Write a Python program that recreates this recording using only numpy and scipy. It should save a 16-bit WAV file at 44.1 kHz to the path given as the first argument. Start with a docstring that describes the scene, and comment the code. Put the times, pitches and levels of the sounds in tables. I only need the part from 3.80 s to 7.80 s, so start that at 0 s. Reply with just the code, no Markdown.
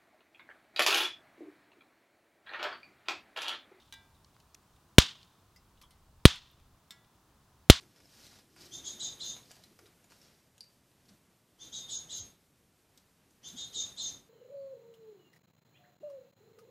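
"""Three snap pellets bursting

Three pellets burst on concrete close to a microphone input that overloads: a ringing shock, a push of air,
a noisy crack and a low thump, then a short hiss of band-wise decaying noise sent back by nearby walls.
Flung grit pings off metal (decaying modes) and ticks on the ground (band noise and clustered rings).
Behind lie distant traffic and hiss: shaped noise with a wandering low rumble, plus stereo hiss."""
import sys
import numpy as np
from scipy import signal
from scipy.fft import rfft, irfft
from scipy.io import wavfile
from scipy.ndimage import uniform_filter1d

SR = 44100
rng = np.random.default_rng(int(sys.argv[2]) if len(sys.argv) > 2 else 0)


def transcribe(signal):
    """Save signal, clipped to [-1, 1], as a 16-bit WAV file at the path in sys.argv[1]."""
    frames = np.atleast_2d(signal).T
    limited = np.clip(frames, -1, 1)
    pcm = np.round(limited * 32767).astype(np.int16)
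    wavfile.write(sys.argv[1], SR, pcm)


N = 176400

# noise spectrum of bursts and metal ticks: hz, density_db (per Hz, relative)
CRACK_SPECTRUM = [(500, -17), (1500, -8.5), (2500, -8.5), (3400, 1.5), (4500, -5.5), (8000, -16),
                  (15000, -24)]


def undb(db):
    """Decibels to amplitude."""
    return 10 ** (np.asarray(db) / 20)


def curve(table, x_hz):
    """Interpolate a table over log frequency."""
    points = np.array(table, float)
    return np.interp(np.log(np.maximum(x_hz, 1)), np.log(points[:, 0]), points[:, 1])


def noise(table, n):
    """Noise of rms 1 with the given spectrum."""
    bins_hz = np.arange(n // 2 + 1) * SR / n
    y = irfft(rfft(rng.standard_normal(n)) * undb(curve(table, bins_hz)), n)
    return y / y.std()


def band(x, lo_hz, hi_hz):
    """Butterworth band-pass."""
    sos = signal.butter(2, [lo_hz, min(hi_hz, SR * .45)], "band", fs=SR, output="sos")
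    return signal.sosfilt(sos, x)


def walk(rate_hz, n):
    """Slow random wander, spread 1."""
    hold = int(SR / rate_hz)
    steps = np.repeat(rng.standard_normal(n // hold + 1), hold)
    y = uniform_filter1d(steps, hold)[:n]
    return y / y.std()


def fade(t, t60_s):
    """Exponential decay, 60 dB in t60_s."""
    return np.exp(-np.log(1000) * t / max(t60_s, 1e-3))


def add(out, y, start_s):
    """Mix y into out at start_s, trimmed to the scene."""
    k = int(round(start_s * SR))
    y = y[max(-k, 0):N - k]
    out[max(k, 0):max(k, 0) + len(y)] += y


def bangs():
    """Each burst: ringing shock front, half-sine air push, noisy crack, low thump and wall echo."""
    # burst times: start_s
    burst_times = (1.18325, 2.45378, 3.89903)
    # per burst: push_db, push_s, shock_db, crack_db, echo_db
    burst_levels = [(13.5, .0014, 16, 5, -14), (14.5, 0.0018, 16.5, 2.5, -15.5),
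                    (16, 0.001592, 15, 7, -14.5)]
    push_late_s = .00025
    # the shock front rings the microphone port, again inverted about as the push ends
    shock_hz, shock_t60_s, rebound_db, rebound_t60_s = 3086, 0.0019, -4.5, 0.0033
    crack_rise_s, crack_t60_s = 0.00067, .02
    thump_hz, thump_t60_s, thump_db = 70, .1, -24
    earlier_s, earlier_db = -.2, -17.5  # a pellet that burst just before; only its echo is left

    out, t = np.zeros(N), np.arange(SR // 4) / SR
    ring = np.sin(2 * np.pi * shock_hz * t)
    for start_s, (push_db, push_s, shock_db, crack_db, echo_db) in zip(burst_times, burst_levels):
        shock = undb(shock_db) * ring * fade(t, shock_t60_s)
        rebound = -undb(shock_db + rebound_db) * ring * fade(t, rebound_t60_s)
        push = undb(push_db) * np.sin(np.pi * np.minimum(t / push_s, 1))
        crack = undb(crack_db) * noise(CRACK_SPECTRUM, len(t)) * fade(t, crack_t60_s)
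        crack *= np.minimum(t / crack_rise_s, 1)
        thump = undb(thump_db) * np.sin(2 * np.pi * thump_hz * t) * fade(t, thump_t60_s)
        add(out, shock + crack + thump, start_s)
        add(out, push, start_s + push_late_s)
        add(out, rebound, start_s + push_s + push_late_s / 2)
        add(out, undb(echo_db) * echo(), start_s)
    add(out, undb(earlier_db) * echo(), earlier_s)
    return out


def echo():
    """Reflections of one burst: each narrow band dies at its own rate, unevenly."""
    # reflected noise spectrum: hz, density_db (per Hz, relative)
    echo_spectrum = [(150, -22), (300, -16), (550, -18.5), (800, -17), (1100, -12), (1500, -11.5),
                     (2400, -11.5), (3500, -3.5), (4500, -9.5), (6500, -14.5), (10000, -26.5), (15500, -43)]
    # decay of the reflections: hz, t60_s
    echo_decay = [(150, 0.3), (400, 0.12), (1000, .24), (2000, .22), (3500, .25), (6000, .21),
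                  (10000, 0.18), (15000, 0.17)]
    rise_s, patchy_db = 0.022, 1.5
    late_db, late_stretch = -27, 3.2  # weaker, longer second decay

    t, out = np.arange(SR) / SR, 0
    x = noise(echo_spectrum, SR)
    lumps = undb(patchy_db * walk(90, SR))
    half_band = 2 ** (1 / 12)
    for hz in 140 * 2 ** np.arange(0, 6.8, 1 / 6):
        t60_s = curve(echo_decay, hz)
        decay = fade(t, t60_s) + undb(late_db) * fade(t, late_stretch * t60_s)
        out = out + band(x, hz / half_band, hz * half_band) * decay * lumps
    return out * np.minimum(t / rise_s, 1)


def grit():
    """Flung grit: pings on metal and ticks on the concrete."""
    out = np.zeros(N)
    metal_pings(out)
    ground_ticks(out)
    return out


def metal_pings(out):
    """Grit excites the decaying modes of two metal things, with a contact tick and a bounce tick."""
    # hits, first metal then second: start_s, ring_db, tick_db, bounce_after_s, bounce_db (re tick)
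    pings = [(0.1248, -48, -44, 0.014, -3.5), (3.1074, -52.5, -43.5, 0.014, -10)]
    # modes of the first metal thing: hz, level_db, t60_s (before decay_scale)
    first_metal = [(904, -17.5, 1), (1594, -6.5, 0.49), (1980, -12.5, 0.44), (1870, -9, 0.091),
                   (2335, -11, 0.46), (2870, -12, 0.28), (3252, -18, 0.23), (3490, -6.5, 0.35),
                   (3590, -11, 0.32), (3910, -1, 0.19), (5000, -17, 0.31), (5900, -4, 0.074)]
    # modes of the second metal thing: hz, level_db, t60_s (before decay_scale)
    second_metal = [(1380, -14, 0.52), (1674, -9.5, 0.4), (1970, -11, 0.52), (2200, -10, 0.28),
                    (3500, -19, 0.98), (3591, 7, 0.07), (4260, 0.5, 0.083), (5280, -4, 0.14),
                    (5577, -3, 0.099), (7300, -11, 0.18), (7660, -2, 0.083), (7800, -15, 0.11)]
    decay_scale = 0.96
    waver_rad, waver_hz = 0.54, 60.3  # phase wander that roughens the rings

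    t = np.arange(SR // 2) / SR
    for (start_s, ring_db, tick_db, after_s, bounce_db), modes in zip(pings, (first_metal, second_metal)):
        ring = np.zeros(len(t))
        for hz, db, t60_s in modes:
            phase = 2 * np.pi * (hz * t + rng.random()) + waver_rad * walk(waver_hz, len(t))
            ring += undb(db) * np.sin(phase) * fade(t, decay_scale * t60_s)
        add(out, undb(ring_db) * ring, start_s)
        for at_s, db in ((start_s, tick_db), (start_s + after_s, tick_db + bounce_db)):
            tick = noise(CRACK_SPECTRUM, len(t)) * (fade(t, 0.015) + 0.12 * fade(t, 0.31))
            tick += 0.5 * rattle(t, 4500, 15000, 0.066)
            add(out, undb(db) * tick, at_s)


def ground_ticks(out):
    """Grit on concrete: decaying band noise plus a broad treble rattle."""
    # ticks: start_s, level_db (initial rms), pitch_hz, width_hz, t60_s, treble_db
    ticks = [(0.345, -68.5, 3700, 300, 0.17, -75), (0.446, -55, 4500, 3020, 0.017, -71),
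             (0.544, -65, 3520, 1500, 0.04, -80), (0.565, -52.5, 1600, 2000, 0.011, -77),
             (0.601, -63, 4000, 2040, 0.043, -62), (0.7454, -43.5, 5900, 2020, 0.016, -67),
             (.7495, -64, 7400, 4000, 0.011, -45), (0.831, -76, 6050, 2000, 0.016, -66),
             (0.962, -67.5, 3500, 1500, 0.028, -65), (1.4298, -55, 4000, 2420, 0.032, -65),
             (1.447, -63, 5900, 3000, 0.017, -66), (1.7607, -61, 5100, 497, 0.13, -61),
             (1.974, -69, 3490, 1500, 0.095, -77), (2.0145, -58.5, 3500, 2500, 0.048, -56),
             (2.018, -60.5, 1080, 200, 0.21, -60), (2.024, -62, 5070, 2000, .05, -65),
             (2.033, -57, 3250, 250, 0.095, -68), (2.107, -67.5, 4000, 2500, 0.17, -63),
             (2.559, -55, 9200, 4000, .02, -52), (2.70, -62.5, 3400, 808, .04, -77),
             (2.715, -61, 13500, 4000, 0.0086, -73.5), (3.245, -65.5, 3200, 2500, 0.036, -74),
             (2.80, -70, 7500, 3000, 0.016, -61)]
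    t = np.arange(SR // 2) / SR
    for start_s, db, hz, width_hz, t60_s, treble_db in ticks:
        narrow = band(rng.standard_normal(len(t)), hz - width_hz / 2, hz + width_hz / 2)
        narrow = undb(db) * narrow / narrow.std() * fade(t, t60_s)
        treble = undb(treble_db) * rattle(t, 2000, 13500, t60_s)
        add(out, narrow + treble, start_s)


def rattle(t, lo_hz, hi_hz, t60_s):
    """Short rings at random pitches over a little noise."""
    modes, ring_share, noise_share = 22, 0.41, 0.68
    draws = rng.random((modes, 4, 1))
    hz = lo_hz + (hi_hz - lo_hz) * draws[:, 0] ** 2
    level = 0.55 + draws[:, 2]
    speed = (0.38 + draws[:, 3]) * (1 + hz / 8000)  # higher rings tend to die sooner
    rings = np.sin(2 * np.pi * (hz * t + draws[:, 1])) * level * fade(t * speed, t60_s)
    hiss = band(rng.standard_normal(len(t)), lo_hz, hi_hz) * fade(t, .5 * t60_s)
    return ring_share * rings.sum(axis=0) / 2 + noise_share * hiss


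def background():
    """Distant traffic and hiss: shaped noise whose low rumble and deep gusts swell and sink."""
    # traffic and hiss spectrum: hz, density_db (per Hz, relative)
    floor_spectrum = [(12, -46.5), (20, -19), (42, -19.5), (53, -1), (74, -1.5), (145, -5.5), (176, -8),
                      (408, -15.5), (510, -18.5), (1050, -14), (2120, -27), (3500, -26), (15800, -34)]
    # low rumble swell: time_s, gain_db
    rumble_swell = [(0, -7), (.3, 5.5), (0.601, -3.5), (1.099, 0), (1.6, -10), (1.75, 1), (2.0, 4.5),
                    (2.101, 4.5), (2.9, 3), (3.051, -9), (3.4, -4), (3.801, 2.5), (4, -3)]
    # deepest rumble swell: time_s, gain_db (re deep_db)
    deep_swell = [(0, -5.5), (1.6, -6.5), (1.75, 4), (1.95, -1), (2.049, 6), (2.901, 6.5), (3.05, -8),
                  (4, -5)]
    floor_db, rumble_hz = -65.5, 90
    flicker_db, hiss_wander_db = -1, .4
    deep_lo_hz, deep_hi_hz, deep_db, gust_db = 16, 44.2, -77, 3

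    t = np.arange(N) / SR
    floor = noise(floor_spectrum, N) * undb(floor_db)
    low = signal.sosfiltfilt(signal.butter(2, rumble_hz, fs=SR, output="sos"), floor)
    deep = band(rng.standard_normal(N), deep_lo_hz, deep_hi_hz)
    gust = np.interp(t, *np.array(deep_swell).T) + gust_db * walk(21, N)
    swell = np.interp(t, *np.array(rumble_swell).T) + flicker_db * walk(8, N)
    deep_rumble = deep / deep.std() * undb(deep_db + gust)
    hiss = (floor - low) * undb(hiss_wander_db * walk(1, N))
    return deep_rumble + low * undb(swell) + hiss


def side_hiss():
    """Noise of opposite sign left and right."""
    # side spectrum: hz, density_db (per Hz, relative)
    side_spectrum = [(24, -34), (40, -7.5), (81, 1.5), (344, -4), (420, -4.5), (627, -6.5), (3520, -5.5),
                     (15800, -10)]
    return undb(-80) * noise(side_spectrum, N)


def bass_cut(x):
    """Second-order high-pass of the microphone; turns the push of air into a swing."""
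    cut_hz, cut_q = 64, 0.77
    w = 2 * np.pi * cut_hz
    b, a = signal.bilinear([1, 0, 0], [1, w / cut_q, w ** 2], SR)
    return signal.lfilter(b, a, x)


def scene():
    """Bursts through the bass cut, then grit, background and stereo hiss."""
    mid = bass_cut(bangs()) + grit() + background()
    side = side_hiss()
    return np.array([mid + side, mid - side])


def record(dry):
    """Soft overload with slightly different ceilings left and right, then a steep treble cut."""
    ceiling, uneven, knee, top_hz = 1.02, .015, 2.5, 16000
    limit = ceiling * np.array([[1 + uneven], [1 - uneven]])
    x = dry / (1 + np.abs(dry / limit) ** knee) ** (1 / knee)
    return signal.sosfilt(signal.ellip(8, .2, 50, top_hz, fs=SR, output="sos"), x)


dry = scene()
out = record(dry)
transcribe(out)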